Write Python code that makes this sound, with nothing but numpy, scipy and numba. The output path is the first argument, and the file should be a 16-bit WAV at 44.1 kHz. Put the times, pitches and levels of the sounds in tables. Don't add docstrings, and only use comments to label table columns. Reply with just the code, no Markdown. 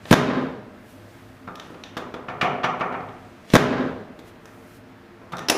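import sys
import numpy as np
from scipy import signal
from scipy.fft import rfft, irfft
from scipy.io import wavfile
from scipy.ndimage import uniform_filter1d
from numba import njit

SR = 44100
rng = np.random.default_rng(int(sys.argv[2]) if len(sys.argv) > 2 else 0)


def nominal_scale(level):
    x = np.asarray(level, float) / 20
    return 10 ** x


def to_wav(sig):
    pcm = np.clip(np.atleast_2d(sig), -1, 1) * 32767
    pcm = np.round(pcm).astype(np.int16)
    wavfile.write(sys.argv[1], SR, pcm.T)


N = 245637


def shape(table, hz):
    columns = np.array(table)
    return np.interp(np.log(hz), np.log(columns[:, 0]), columns[:, 1])


def unit(x):
    return x / np.sqrt(np.mean(x ** 2))


def band(x, hz, width_hz):
    return signal.lfilter(*signal.iirpeak(hz, hz / width_hz, fs=SR), x)


def walk(rate_hz):
    hold = int(SR / rate_hz)
    steps = np.repeat(rng.standard_normal(N // hold + 1), hold)
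    return uniform_filter1d(uniform_filter1d(steps, hold), hold)[:N]


# (frequency [Hz], density [dB per Hz])
AIR_SPECTRUM = [(18, -45), (30, -5), (98, -13), (127, -12), (210, 3.5), (245, -24), (280, -37), (355, -45),
                (499, -12), (616, -7), (866, -11), (1500, -10.5), (4650, -31.5), (12300, -43), (16000, -38)]
# (frequency [Hz], width [Hz], level [dB])
DUCT_MODES = [(102.3, 16, -53), (259.7, 13.4, -52.5), (348.8, 10, -56), (450.8, 20, -59), (606, 13, -59.5)]


def ventilation(flicker_db, wobble_db):
    air_db, trim_db = -50, -2.5
    air = np.zeros(N)
    for hz in 32 * 2 ** (np.arange(28) / 3):
        noise = band(band(rng.standard_normal(N), hz, hz / 3), hz, hz / 3)
        air += nominal_scale(shape(AIR_SPECTRUM, hz) + flicker_db * walk(14)) * noise
    hum = np.zeros(N)
    for hz, width_hz, db in DUCT_MODES:
        hum += nominal_scale(db + wobble_db * walk(5.14)) * unit(band(rng.standard_normal(N), hz, width_hz))
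    return (nominal_scale(air_db) * unit(air) + hum) * nominal_scale(trim_db)


# (frequency [Hz], T60 [s])
ROOM_DECAY = [(70, 1), (150, 1), (250, 1), (500, 0.89), (1100, 0.72), (2500, 0.54), (5000, 0.36),
              (9000, 0.38), (14000, 0.16)]
# (frequency [Hz], level [dB])
ROOM_SPECTRUM = [(70, -17.5), (150, -36.5), (250, -4), (500, 6), (1100, 2.5), (2500, 0.5), (4500, -5.5),
                 (6500, 1), (7800, -3), (14000, 2)]
# (frequency [Hz], width [Hz], level [dB], T60 [s])
STANDING_WAVES = [(75, 13, 7, 1), (166.3, 37, 2.5, 0.79), (217, 20, -4.5, 1), (254.2, 16, 9, 1),
                  (425, 32, 13.5, 0.56)]


def room(x, level_db, gap_s, build_s):
    t = np.arange(3 * SR // 2) / SR
    tail = np.zeros(len(t))
    for hz in 50 * 2 ** (np.arange(26) / 3):
        decay_db = shape(ROOM_SPECTRUM, hz) - 60 * t / shape(ROOM_DECAY, hz)
        tail += nominal_scale(decay_db) * band(rng.standard_normal(len(t)), hz, hz / 4)
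    for hz, width_hz, db, t60_s in STANDING_WAVES:
        tail += nominal_scale(db - 60 * t / t60_s) * band(rng.standard_normal(len(t)), hz, width_hz)
    tail *= 1 - np.exp(-np.maximum(t - gap_s, 0) / build_s)
    return nominal_scale(level_db) * signal.fftconvolve(x, tail)[:N]


# (peak time [s], rise per 20 dB [s], fall per 20 dB [s], hiss [dB], dull re hiss [dB])
CLOTH_RUBS = [(0.108, 0.082, 0.0053, -63, 20.5), (0.908, 0.14, .16, -63, -1), (1.15, .4, 0.91, -67.5, 3.5),
              (1.64, .05, 0.44, -81, 18), (3.3, 1, 0.9, -89, 24.5), (3.535, 0.06, 0.0038, -66.5, 25),
              (4.284, 0.067, 0.046, -64, 5.5), (4.474, .04, 0.23, -72, 0), (4.77, 0.46, .05, -63, -2.5)]


def cloth(grit):
    t, gain = np.arange(N) / SR, np.zeros((2, N))
    for peak_s, rise_s, fall_s, hiss_db, dull_db in CLOTH_RUBS:
        rub = nominal_scale(hiss_db - 20 * np.maximum((peak_s - t) / rise_s, (t - peak_s) / fall_s))
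        gain += [rub, rub * nominal_scale(dull_db)]
    clumps = np.exp(grit * uniform_filter1d(rng.standard_normal(N), size=40))
    grains = rng.standard_normal((2, N)) * clumps
    hiss = unit(band(band(grains[0], 10500, 16000), 10500, 16000))
    scrape = unit(band(grains[1], 2250, 2200))
    return gain[0] * hiss + gain[1] * scrape


PART_HZ = [200, 850, 3000, 8500]


def blows(table, modes, rise_s, chatter_s, grit, top_hz, drive_db, room_db, size=6144):
    t, hz = np.arange(size) / SR, np.fft.rfftfreq(size, 1 / SR) + 1
    burst = (1 - np.exp(-t / rise_s)) * np.exp(-t / chatter_s)
    masks = np.array([np.interp(np.log(hz), np.log(PART_HZ), row) for row in np.eye(len(PART_HZ))])
    masks *= hz ** 2 / (hz ** 2 + 105 ** 2)
    masks /= np.sqrt(1 + (hz / top_hz) ** 2)
    lead = size // 8
    out = np.zeros((2, N + size))
    for time_s, knock_db, thump_db, click_db, sizzle_db in table:
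        noise, spikes, spot = rng.standard_normal((3, size))
        ring = 1. * (np.arange(size) == lead)
        for k, (mode_hz, width_hz, db) in enumerate(modes):
            tuned_hz = mode_hz * (1 + 0.0075 * spot[-k - 1])
            ring = ring + (nominal_scale(db + 1.9 * spot[k]) - 1) * band(ring, tuned_hz, width_hz)
        clean = irfft(rfft(ring) * masks)
        contacts = burst * noise * np.exp(grit * spikes)
        parts = irfft(rfft(clean) * rfft(contacts))
        parts[0] = np.roll(clean[0], int(2 * rise_s * SR))
        levels = nominal_scale(knock_db + drive_db + np.array([thump_db, 0, click_db, sizzle_db]))
        peaks = np.sqrt(uniform_filter1d(parts ** 2, size=176).max(axis=1))
        parts *= (levels / peaks)[:, None]
        clean *= np.sqrt(np.sum(parts ** 2, axis=1) / np.sum(clean ** 2, axis=1))[:, None]
        i = int((time_s - rise_s) * SR)
        out[:, i:i + size] += [parts.sum(axis=0), (nominal_scale(room_db) * clean.T).sum(axis=1)]
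    return out[:, lead:N + lead]


# (time [s], knock peak [dB], thump, click, sizzle re knock [dB])
RAIL_KNOCKS = [(0.96, -48, 14, -24, -30), (1.03, -50, 11, -22, -30), (4.5, -52, 6, -28, -30),
               (1.704, -40, 14, -23, -14), (1.743, -36, 1.5, -10, -27), (1.969, -21, 2.5, -7, -20),
               (1.977, -34.5, -26, 5, -7.5), (2.141, -24.5, 3.5, -7.5, -28), (4.191, -38, 9.5, -5, -10.5),
               (5.216, -41, 6, -20, -36)]
# (frequency [Hz], width [Hz], gain over plain crack [dB])
RAIL_MODES = [(330, 83, 5), (500, 31, 4.5), (1206, 340, 6.6), (1630, 79, 1), (3500, 400, 8)]


def rail_knocks():
    return blows(RAIL_KNOCKS, RAIL_MODES, rise_s=0.00149, chatter_s=0.0076, grit=0.18,
                 top_hz=6000, drive_db=-11, room_db=1.1)


# (time [s], knock peak [dB], thump, click, sizzle re knock [dB])
LEVER_BLOWS = [(0.055, -34.5, 1, -4.5, -21), (1.555, -41.5, -11, 2.5, -5), (1.598, -35, -13, 2, -11),
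               (1.837, -37.5, -45, 6.5, -13), (3.502, -38.5, 4, 5.5, -33), (4.456, -39.5, -11, -17, -6),
               (5.369, -41, -13, 1, 0), (5.382, -39.5, 7.5, 4.5, -6), (5.391, -28, -12, -9.5, -12)]
# (frequency [Hz], width [Hz], gain over plain crack [dB])
PIN_MODES = [(1330, 270, 2.5), (1810, 14, 14), (2900, 900, 6.1), (3650, 490, 12), (5400, 170, 1.5),
             (5900, 930, 10)]


def cocking_lever():
    return blows(LEVER_BLOWS, PIN_MODES, rise_s=0.00046, chatter_s=0.0033, grit=0.54,
                 top_hz=6960, drive_db=-7, room_db=3.2)


# (time [s], knock peak [dB], thump, click, sizzle re knock [dB])
HANDLE_BUMPS = [(1.476, -24.5, -4, -20, -45), (1.486, -25.5, 0.5, -22, -41), (1.509, -38, 4, -21, -31),
                (5.322, -29.5, 0, -5, -15.5), (5.334, -18.5, -2.5, -21, -44), (5.351, -32.5, 2, -15, -21)]
# (frequency [Hz], width [Hz], gain over plain crack [dB])
GRIP_MODES = [(156, 35, 14.4), (440, 190, 2.5), (860, 220, 3.5), (1210, 74, 8.4), (1360, 160, 11.5),
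              (2400, 200, 3.7), (3630, 73, 13)]


def handle_bumps():
    return blows(HANDLE_BUMPS, GRIP_MODES, rise_s=0.002005, chatter_s=0.0089, grit=0.18,
                 top_hz=4500, drive_db=-11, room_db=0.0)


# (time [s], knock peak [dB], thump, click, sizzle re knock [dB])
FRAME_RATTLES = [(2.285, -20.5, -5, -8.5, -54), (2.299, -28, 3, -12, -32), (2.413, -12.5, -17, -0.5, -26),
                 (2.428, -13.5, 2.5, -18, -33), (2.449, -17, -2, -16, -36), (2.634, -18, -27, -5, -49),
                 (2.642, -10.5, -5, -8.5, -32), (2.798, -25, -34, -11.5, -28), (2.809, -12, -6, -15, -50),
                 (2.859, -35, 3, -52, -49), (2.924, -27, 5, -12, -30), (2.942, -19.5, -21, -22, -48),
                 (3.005, -37.5, 11.5, -5, -42), (3.087, -33, -28, -10, -34)]
# (frequency [Hz], width [Hz], gain over plain crack [dB])
FRAME_MODES = [(125, 11.5, 7), (169, 46, 8.3), (450, 190, 5.5), (738, 42, 12.2), (914, 47, 4.6),
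               (1158, 154, 9.9), (1362, 87, 9.3), (1782, 52, 10.4), (2290, 270, 9.6), (2910, 200, 2.9),
               (3240, 850, 6.5), (5880, 160, 5.3)]


def frame_rattle():
    return blows(FRAME_RATTLES, FRAME_MODES, rise_s=0.002, chatter_s=0.011, grit=0.074,
                 top_hz=3500, drive_db=-11, room_db=2.0)


# (time [s], knock peak [dB], thump, click, sizzle re knock [dB])
LATCH_SNAPS = [
    (5.486, -20, -9, 5, -4.5),
    (5.499, -11.5, -2, 2, -1),
]
# (frequency [Hz], width [Hz], gain over plain crack [dB])
STEEL_MODES = [(325, 180, 12), (1550, 130, 2.6), (2240, 100, 1.7), (2690, 230, 4.7), (3900, 140, 4.3),
               (5100, 120, 2.6), (5400, 720, 10.4), (10200, 240, 9.6)]


def latch():
    return blows(LATCH_SNAPS, STEEL_MODES, rise_s=0.00128, chatter_s=0.0045, grit=0.39,
                 top_hz=7000, drive_db=-8.0, room_db=1.1)


# (time [s], level [dB])
PAD_RELEASES = [
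    (0.1094, 0),
    (3.5356, 0),
]
# (frequency [Hz], width [Hz], gain over plain crack [dB])
PAD_MODES = [(130, 36, 7), (208, 41, 5.5), (360, 27, 2), (457, 580, 7.5), (1086, 310, 5.5), (1594, 320, 5),
             (2700, 790, -0.5), (3730, 56, 6.5), (8060, 900, -3)]


def shudder(grit, top_hz):
    level_db, peak_s = -34, 0.23
    rise_s, fall_s = 1, 0.15
    clumps = np.exp(grit * unit(uniform_filter1d(rng.standard_normal(N), size=90)))
    jolts = rng.standard_normal(N) * clumps
    top_cut = signal.butter(3, top_hz, fs=SR, output="sos")
    ring = signal.sosfilt(top_cut, band(jolts, 770, 2200))
    for hz, width_hz, db in PAD_MODES:
        ring = ring + (nominal_scale(db) - 1) * band(ring, hz, width_hz)
    age = np.arange(N) / SR - np.array(PAD_RELEASES)[:, :1]
    swell = nominal_scale(level_db - 20 * np.maximum((peak_s - age) / rise_s, (age - peak_s) / fall_s))
    return unit(ring) * (swell * (age > 0)).sum(axis=0)


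# (delay [s], knock peak [dB], thump, click, sizzle re knock [dB])
DROP_STAGES = [
    (0.0004, -19.5, -16, 3.5, -14),
    (0.0035, -13, 20, -3, -2.5),
    (0.0104, -24, 9, -4, -6),
    (0.018, -3.5, -47, -3.5, -13),
    (0.023, -20, 9, -8, -34.5),
]
# level [dB]; a strong, bright echo
DROP_ROOM_DB = [3.45, 6.3, 12.4, 7]


def pad_drops():
    stages = []
    for release_s, db in PAD_RELEASES:
        for delay_s, knock_db, *colour in DROP_STAGES:
            stages.append((release_s + delay_s, db + knock_db, *colour))
    return blows(stages, PAD_MODES, rise_s=0.0008, chatter_s=0.0021, grit=0.97,
                 top_hz=5860, drive_db=-9.5, room_db=np.array(DROP_ROOM_DB))


def scene():
    air = ventilation(flicker_db=1.5, wobble_db=2.2)
    rustle = cloth(grit=0.58)
    contacts = rail_knocks() + cocking_lever() + handle_bumps() + frame_rattle() + latch() + pad_drops()
    shaking = shudder(grit=0.42, top_hz=3900) * nominal_scale([[-0.5], [-12]])
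    direct, feed = contacts + shaking
    echo = room(feed, level_db=-36.5, gap_s=0.0024, build_s=0.012)
    return (direct + echo + rustle + air)[None]


@njit
def follow(x, up, down):
    y, e = np.empty(len(x)), 0.
    for i in range(len(x)):
        e += (x[i] - e) * (up if x[i] > e else down)
        y[i] = e
    return y


def gain_control(dry):
    knee_db, ratio = -21, 9
    attack_s, release_s, react_s = 0.0095, 0.018, 0.03
    power = follow(dry[0] ** 2, 1 / (attack_s * SR), 1 / (release_s * SR))
    level = np.sqrt(power + 1e-12)
    t = np.arange(N) / SR
    late_level = np.interp(t - react_s, t, level)
    return dry * np.minimum(1, nominal_scale(knee_db) / late_level) ** (1 - 1 / ratio)


def band_limit(x):
    return signal.sosfilt(signal.butter(12, 16180, fs=SR, output="sos"), x)


def record(dry):
    rounded = np.tanh(1.157 * gain_control(dry)) / np.tanh(1.1)
    top_cut = signal.cheby1(8, 1, 15000, fs=SR, output="sos")
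    return band_limit(signal.sosfilt(top_cut, rounded))


dry = scene()
out = record(dry)
to_wav(out)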